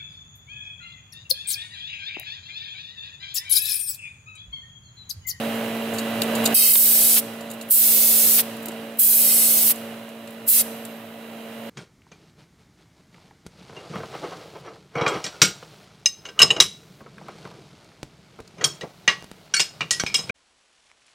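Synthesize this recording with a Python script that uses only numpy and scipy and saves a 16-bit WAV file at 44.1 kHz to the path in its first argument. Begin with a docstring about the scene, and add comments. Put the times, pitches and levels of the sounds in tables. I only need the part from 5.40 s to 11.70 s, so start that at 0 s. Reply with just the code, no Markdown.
"""Air hose coupler in a workshop

Close to the microphone, fingers work the brass quick coupler of a leak-down tester's hose: it clicks
(filtered noise scrapes) and air escapes in five bursts (shaped noise), the first two almost joined.
Behind it a compressor drones: shaft tones over throbbing noise, with mains hum and a faint leak.
The first burst makes an automatic gain control turn down, so the drone drops away and stays low."""
import sys
import numpy as np
from scipy import signal
from scipy.fft import rfft, irfft, next_fast_len
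from scipy.io import wavfile
from scipy.ndimage import uniform_filter1d, minimum_filter1d, map_coordinates

SR = 44100
rng = np.random.default_rng(int(sys.argv[2]) if len(sys.argv) > 2 else 0)


def file_out(sig):
    """Save sig as 16-bit WAV at sys.argv[1]."""
    # one column per channel
    cols = np.atleast_2d(sig).T
    # limit, then scale
    lim = np.clip(cols, -1, 1)
    pcm = np.round(lim * 32767).astype(np.int16)
    wavfile.write(sys.argv[1], SR, pcm)


N = 277697
TIME = np.arange(N) / SR
FFT_SIZE = next_fast_len(N, True) // 2 * 2
FREQS = np.fft.rfftfreq(FFT_SIZE, 1 / SR)
EDGE_HZ = 15800  # upper band limit
SIDES = np.array([[.5], [-.5]])  # shares a left-right difference between the two channels

# clicks and scrapes of the coupler: t/s, level/dB, brightest f/Hz, decay/s
CLICKS = [(.536, -35, 9000, 0.032), (.584, -22, 5760, .0089), (0.8183, -10.5, 4450, 0.0033),
          (0.8196, -19, 13000, .0038), (.951, -24.5, 6700, .0097), (1.043, -24, 12000, .005),
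          (1.055, -12, 8500, 0.0063), (1.0594, -5.5, 5330, 0.0046), (2.008, -24, 7000, .005),
          (2.101, -24.5, 8050, .011), (2.113, -17, 10000, .005), (2.135, -26, 11000, .007),
          (2.2116, -19, 7000, 0.0063), (2.224, -26, 11000, .0057), (3.167, -27, 10000, 0.0043),
          (3.226, -26, 13500, 0.0082), (3.258, -14.5, 15000, 0.0045), (3.284, -13.5, 10000, 0.0037),
          (3.3185, -23, 10000, 0.0028), (4.357, -23, 9000, .006), (4.69, -30, 9000, .004),
          (4.874, -25, 6640, .0044), (4.9062, -25, 15000, .003), (5.452, -16.5, 9600, 0.0027)]


def gain_of(db):
    """Amplitude factor of a level in dB."""
    return 10 ** (np.asarray(db) / 20)


def evened(x):
    """The signal scaled to rms 1."""
    return x / np.sqrt(np.mean(x ** 2) + 1e-20)


def read(points, hz):
    """A table of (f/Hz, value) joined on a log-frequency axis."""
    f, value = np.transpose(points)
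    return np.interp(np.log(hz + 1), np.log(f + 1), value)


def follow(points):
    """A table of (t/s, value) joined by straight lines at every sample."""
    s, value = np.transpose(points)
    return np.interp(TIME, s, value)


def peaks(modes, hz):
    """Summed gain of steep-sided resonances: f/Hz, width/Hz, level/dB."""
    return sum(gain_of(db) / (1 + ((hz - f) / width * 2) ** 2) ** 1.5 for f, width, db in modes)


def waver(hz):
    """Slow random curve of rms 1, moving at up to about the given rate."""
    spectrum = rfft(rng.standard_normal(N), FFT_SIZE)
    return evened(irfft(spectrum / (1 + (FREQS / hz) ** 4))[:N])


def noise(density):
    """Two partly alike channels of noise with the given amplitude per root Hz."""
    # left-right likeness: f/Hz, likeness 0-1
    likeness = [(25, .5), (70, 1), (250, 1), (700, 0.94), (1200, 0.65), (4000, 0.43), (5300, 0.04),
                (6600, 0.48), (9500, 0.61), (11500, 0.35), (13500, 0.44), (15500, 0.41)]
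    a, b = rfft(rng.standard_normal((2, FFT_SIZE)))
    same = read(likeness, FREQS)
    pair = np.array([a, same * a + np.sqrt(1 - same ** 2) * b])
    return irfft(pair * density)[:, :N] * np.sqrt(SR / 2)


def air(flicker_db=0.56, rush_flicker_db=0.5, split_hz=12500):
    """Escaping air: a shrill turbulent jet and a broad rush, part of which sounds through the hose."""
    # thin jet of the air: f/Hz, level/dB per Hz
    jet_colour = [(200, -100), (1200, -76), (2600, -69.5), (4700, -60), (6200, -63), (8000, -49),
                  (9500, -47), (11800, -42), (13300, -42.5), (14900, -40), (17500, -73)]
    # broad rush of the air: f/Hz, level/dB per Hz
    rush_colour = [(100, -95), (600, -89), (1200, -72), (2000, -62.5), (2800, -58), (4000, -54),
                   (4700, -54.5), (6500, -52), (9000, -53), (16000, -83)]
    # resonances of the hose: f/Hz, width/Hz, level/dB per Hz
    hose_modes = [(1220, 230, -61.5), (2080, 370, -56), (2625, 260, -47), (3140, 370, -48),
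                  (3810, 170, -45.5), (4300, 300, -47), (4735, 120, -42), (5390, 410, -45),
                  (5800, 160, -49.5), (6390, 540, -46.5), (7330, 170, -42), (8010, 280, -39.5),
                  (8500, 150, -40), (9400, 200, -39), (10800, 240, -48)]
    # bands the hose cancels: f/Hz, width/Hz, depth/dB
    hose_notches = [(3560, 200, -28), (4030, 90, -8), (4980, 170, -15), (6850, 550, -11), (7680, 170, -6),
                    (9150, 260, -5)]
    # how much of the air sounds through the hose: t/s, share 0-1
    hose_share = [(1.29, 1), (1.37, .05), (3.72, .03), (3.93, .65), (4.1, .15), (4.3, .05)]
    flow, pinch_db, tilt_db = gap()
    hollow = follow(hose_share)
    through_hose, direct = np.sqrt(hollow), np.sqrt(1 - hollow)
    notches = gain_of(sum(db * np.exp(-2 * ((FREQS - f) / width) ** 2) for f, width, db in hose_notches))

    shrill = gain_of(read(jet_colour, FREQS))
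    jet = direct * noise(shrill) + through_hose * noise(shrill * notches)
    high_pass = signal.butter(2, split_hz, "high", fs=SR, output="sos")
    top = signal.sosfiltfilt(high_pass, jet)
    tilt = gain_of(tilt_db / 2)
    jet = top * tilt + (jet - top) / tilt

    rush = direct * noise(gain_of(read(rush_colour, FREQS)))
    rush = rush + through_hose * noise(peaks(hose_modes, FREQS) * notches)
    jet = jet * gain_of(pinch_db + flicker_db * waver(60))
    rush = rush * gain_of(rush_flicker_db * waver(40))
    return hand_echoes(flow * (jet + rush))


def gap():
    """Flow, pinch/dB and tilt/dB: a narrow gap makes a strong shrill jet, a wide one a duller jet."""
    # each time the coupler lets air out: opens t/s, shuts t/s, attack/s, flow level/dB,
    # pinch on opening/dB, pinch lasts/s, pinch on shutting/dB, gap widest t/s, widening 0-1
    bursts = [(1.147, 1.325, 0.002, 5, 6.5, .016, -0.5, 1.19, 0.4),
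              (1.333, 1.797, 0.0024, 1.5, 9.5, 0.086, -0.5, 1.67, 0.66),
              (2.309, 3.011, 0.0028, 0, 17.5, .06, 3.5, 2.8, 0.13),
              (3.593, 4.319, .0026, -2.5, 10, 0.21, 5.5, 3.99, 1),
              (5.088, 5.217, 0.0054, 2, 14, .045, -3, 5.195, 1)]
    release_s = 0.004  # how fast the seal shuts
    shutting_s = 0.036  # spread of the pinch around the moment of shutting
    spit_lead_s, spit_s, spit_db = .019, 0.0034, -31  # thin spit as the seal first lifts
    wide_share, wide_flow_db = 0.18, -1  # spread of the widening as share of a burst; its flow change
    narrow_tilt_db = 2  # top of the jet over its lower part, with a narrow gap
    wide_tilt_db = -13.5  # change of that tilt at full widening
    flow, pinch_db, widening = np.zeros((3, N))
    for opens, shuts, attack_s, flow_db, opening_db, pinch_s, shutting_db, widest, width in bursts:
        opened = (1 + np.tanh((TIME - opens) / (2 * attack_s))) / 2
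        unshut = (1 + np.tanh((shuts - TIME) / (2 * release_s))) / 2
        swell = np.exp(-((TIME - widest) / (wide_share * (shuts - opens))) ** 2)
        wide = width * opened * unshut * swell
        spit = gain_of(spit_db) * np.exp(-((TIME - opens + spit_lead_s) / spit_s) ** 2)
        flow += opened * unshut * gain_of(flow_db + wide_flow_db * wide) + spit
        away = np.maximum((TIME - opens) / pinch_s, (opens - TIME) / spit_lead_s)
        pinch_db += opening_db * np.exp(-away)
        pinch_db += shutting_db * np.exp(-((TIME - shuts) / shutting_s) ** 2)
        widening += wide
    return flow, pinch_db, narrow_tilt_db + wide_tilt_db * widening


def hand_echoes(x, drift=0.072):
    """Close reflections comb the hiss; the colour shifts as the hand moves and the delays drift."""
    # echoes off the hand and the valve cover: mean delay/ms, level/dB
    echoes = [(0.211, -29), (1.369, -12.5), (2.3, -9)]
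    at, out = np.arange(N), x.copy()
    for ms, db in echoes:
        late = at - ms * SR / 1000 * (1 + drift * waver(1.2))
        out += gain_of(db) * np.array([map_coordinates(ear, [late], order=2) for ear in x])
    return out


def seal(seated_s=5.22, fade_s=.28):
    """Short dull puffs of noise past the seal, and a dying narrow-band whistle once it has seated."""
    # the seal spits as it shifts or seats: t/s, level/dB, length/s
    puff_times = [(1.292, -2, .018), (1.357, 10, 0.0054), (1.777, 0, 0.02), (2.994, 4, 0.021),
                  (4.307, -2.5, 0.017)]
    # colour of a puff: f/Hz, level/dB per Hz
    puff_colour = [(40, -100), (200, -70), (600, -55), (1300, -55.5), (3200, -47.5), (4500, -49),
                   (8000, -60), (16000, -75)]
    # thin whistle of the seated seal: f/Hz, width/Hz, level/dB per Hz
    whistle_modes = [(11980, 480, -60), (13150, 700, -69)]
    puffs = sum(gain_of(db) * np.exp(-2 * ((TIME - s) / length) ** 2) for s, db, length in puff_times)
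    seep = (TIME > seated_s) * np.exp(-abs(TIME - seated_s) / fade_s)
    return puffs * noise(gain_of(read(puff_colour, FREQS))) + seep * noise(peaks(whistle_modes, FREQS))


def coupler(octaves=0.76, rise_s=0.0012, grit_db=1.5, body_db=-9, snap=2.4, snap_s=0.00023):
    """Each click is a snap and a short gritty scrape that ring the brass sleeve."""
    # resonances of the brass sleeve: f/Hz, width/Hz, level/dB
    brass_modes = [(2750, 340, 20), (3850, 520, 16.5), (4500, 580, 8.5), (6830, 450, 10), (7300, 310, 11),
                   (8080, 590, 10), (9200, 270, 9), (10490, 300, 10.5), (12930, 700, 12), (13700, 900, 7)]
    size = 4096  # samples per click
    t, hz = np.arange(size) / SR, np.fft.rfftfreq(size, 1 / SR)
    out = np.zeros((2, N + size))
    for s, db, bright_hz, decay in CLICKS + rattles():
        shared, left, right, grit = rng.standard_normal((4, size))
        contact = 1 / (1 + (np.log2((hz + 1) / bright_hz) / octaves) ** 2)
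        contact += gain_of(body_db) * (4000 / bright_hz) ** 2  # dull blows also shake the body
        low_cut = hz ** 2 / (hz ** 2 + 600 ** 2)
        colour = (1 + peaks(brass_modes, hz)) * contact * low_cut * (hz < EDGE_HZ)
        ring = evened(irfft(rfft(shared + 1.04 * np.array([left, right])) * colour))
        roughness = gain_of(grit_db * evened(uniform_filter1d(grit, 40)))
        scrape = (1 - np.exp(-t / rise_s)) * np.exp(-t / decay) * roughness
        attack = snap * np.exp(-t / snap_s) * (bright_hz / 14000) ** 2  # bright clicks snap harder
        start = round(s * SR)
        out[:, start:start + size] += gain_of(db) * ring * (scrape + attack)
    return out[:, :N]


def rattles(after_s=(0.0076, 0.022), below_db=-13.5, bright_hz=10000, decay_s=0.0045):
    """The loose sleeve ticks once, weaker, at a random moment after each click; rows like CLICKS."""
    return [(s + rng.uniform(*after_s), db + below_db, bright_hz, decay_s) for s, db, _, _ in CLICKS]


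def bumps(rise_s=0.0021):
    """Soft knocks as the hose bumps the engine: quickly damped sines."""
    # knocks of the hose: t/s, level/dB, f/Hz, decay/s
    knocks = [(.553, -53, 75, .02), (3.253, -32, 131, .02), (3.28, -19, 338, 0.013)]
    out = np.zeros(N)
    for s, db, hz, decay in knocks:
        t = np.maximum(TIME - s, 0)
        envelope = np.exp(-t / decay) * (1 - np.exp(-t / rise_s))
        out += gain_of(db) * np.sin(2 * np.pi * hz * t) * envelope
    return out


def workshop(x):
    """A diffuse tail for each ear, each band dying at its own speed."""
    # decay of the workshop: f/Hz, t60/s
    decay_times = [(200, 0.75), (2000, 1), (6000, 0.89), (15000, 0.38)]
    late_noise = rng.standard_normal((2, SR)) * (TIME[:SR] > .008)  # the tail starts after 8 ms
    hz, t, z = signal.stft(late_noise, SR, nperseg=256)
    fading = gain_of(-60 * t / read(decay_times, hz)[:, None])
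    tail = signal.istft(z * fading, SR, nperseg=256)[1]
    return signal.fftconvolve(x, tail / np.linalg.norm(tail[0]), axes=1)[:, :N]


def compressor(shaft_hz=56.8, wander=0.00144, throb=0.058, knock=0.089, lean_db=-4.0, tones_lean_db=-2.5):
    """Shaft tones, the fourth steady and strong, over a clatter that throbs with the strokes."""
    # tones of the compressor: multiple of the shaft speed, rms level/dB
    shaft_tones = [(2, -57), (3, -50), (4, -30), (5, -45.5), (6, -50.5), (7, -49), (8, -38.5), (9, -70),
                   (10, -38), (11, -51), (12, -45), (13, -61), (14, -56), (17, -51.5), (35, -51.5),
                   (43, -53.5), (50, -52.5), (68, -55.5), (70, -54)]
    # clatter of air and casing: f/Hz, level/dB per Hz
    clatter_colour = [(25, -101), (55, -93), (84, -90), (106, -61), (145, -66.5), (200, -67), (380, -65.5),
                      (640, -59.5), (900, -68.5), (1500, -68.5), (2400, -72), (2850, -67.5), (3500, -75),
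                      (3950, -76.5), (4600, -81.5), (8000, -91)]
    angle = 2 * np.pi * np.cumsum(shaft_hz * (1 + wander * waver(3.1))) / SR
    tones = np.zeros(N)
    for order, db in shaft_tones:
        flutter = .051 if order == 4 else .255  # rms share of the tone's level
        level = np.sqrt(2) * gain_of(db) * (1 + flutter * waver(9.4))
        tones += level * np.cos(order * angle + 2 * np.pi * rng.random())
    strokes = 1 + throb * np.cos(4 * angle) + knock * (np.cos(angle) + np.cos(2 * angle))
    clatter = evened(strokes) * noise(gain_of(read(clatter_colour, FREQS)))
    return tones * gain_of(tones_lean_db * SIDES) + clatter * gain_of(lean_db * SIDES)


def mains_hum(mains_hz=120, rms_db=-54):
    """A plain sine hum, equal in both channels."""
    return np.sqrt(2) * gain_of(rms_db) * np.sin(2 * np.pi * mains_hz * TIME)


def tester_leak():
    """The faint leak of the tester: a soft noise floor."""
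    # colour of the leak: f/Hz, level/dB per Hz
    leak_colour = [(60, -115), (1000, -87), (5000, -91), (8000, -85), (12000, -81.5), (14000, -81),
                   (16000, -88)]
    return noise(gain_of(read(leak_colour, FREQS)))


def scene(room_db=-23):
    """The coupler close by, its echo in the workshop, and the background swelling and sinking behind."""
    # swell of the whole background: t/s, level/dB
    drone_swell = [(0, 1), (.45, -1.5), (.8, .7), (1.05, 5), (1.7, 4.5), (2.28, 0.5), (2.85, 4.5), (3.4, 3),
                   (3.57, 0), (3.9, 2.5), (4.5, 2.5), (4.75, -2), (5.05, -1), (5.25, 3), (5.7, -2),
                   (6.3, 2)]
    near = air() + seal() + coupler() + bumps()
    background = gain_of(follow(drone_swell)) * (compressor() + mains_hum() + tester_leak())
    return near + gain_of(room_db) * workshop(near) + background


def record(dry, lead_us=11, ceiling_db=-16, ratio=11, hold_db=11, release_db_per_s=150):
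    """Two unlike microphone ports; a quick gain control that recovers only part way; the band limit."""
    # balance of the ports: f/Hz, left minus right level/dB
    port_balance = [(120, 3.5), (250, 2), (700, -1.5), (1400, 0), (2200, -2), (3700, 0), (6000, 1.5),
                    (9000, 0), (11000, -2), (12200, -0.5), (13800, -3.5), (16000, -6)]
    lead = np.exp(2j * np.pi * FREQS * lead_us * 1e-6 * SIDES)  # left ahead of right
    lean = gain_of(read(port_balance, FREQS) * SIDES) * lead
    ports = irfft(rfft(dry, FFT_SIZE) * lean * (FREQS < EDGE_HZ + 500))[:, :N]

    power = uniform_filter1d((ports ** 2).mean(0), size=600)
    power_db = 10 * np.log10(abs(power) + 1e-12)
    over_db = np.maximum(power_db - ceiling_db, 0) * (1 - 1 / ratio)
    fall = TIME * release_db_per_s
    quick_db = np.maximum.accumulate(over_db + fall) - fall
    lasting_db = minimum_filter1d(over_db, size=1400)  # a brief click does not latch the gain down
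    held_db = np.minimum(np.maximum.accumulate(lasting_db), hold_db)
    reduction_db = uniform_filter1d(np.maximum(quick_db, held_db), size=200)
    ducked = ports / gain_of(reduction_db)

    low_pass = signal.firwin(701, EDGE_HZ, window=("kaiser", 8), fs=SR)
    return signal.oaconvolve(ducked, low_pass[None], "same")


dry = scene()
out = record(dry)
file_out(out)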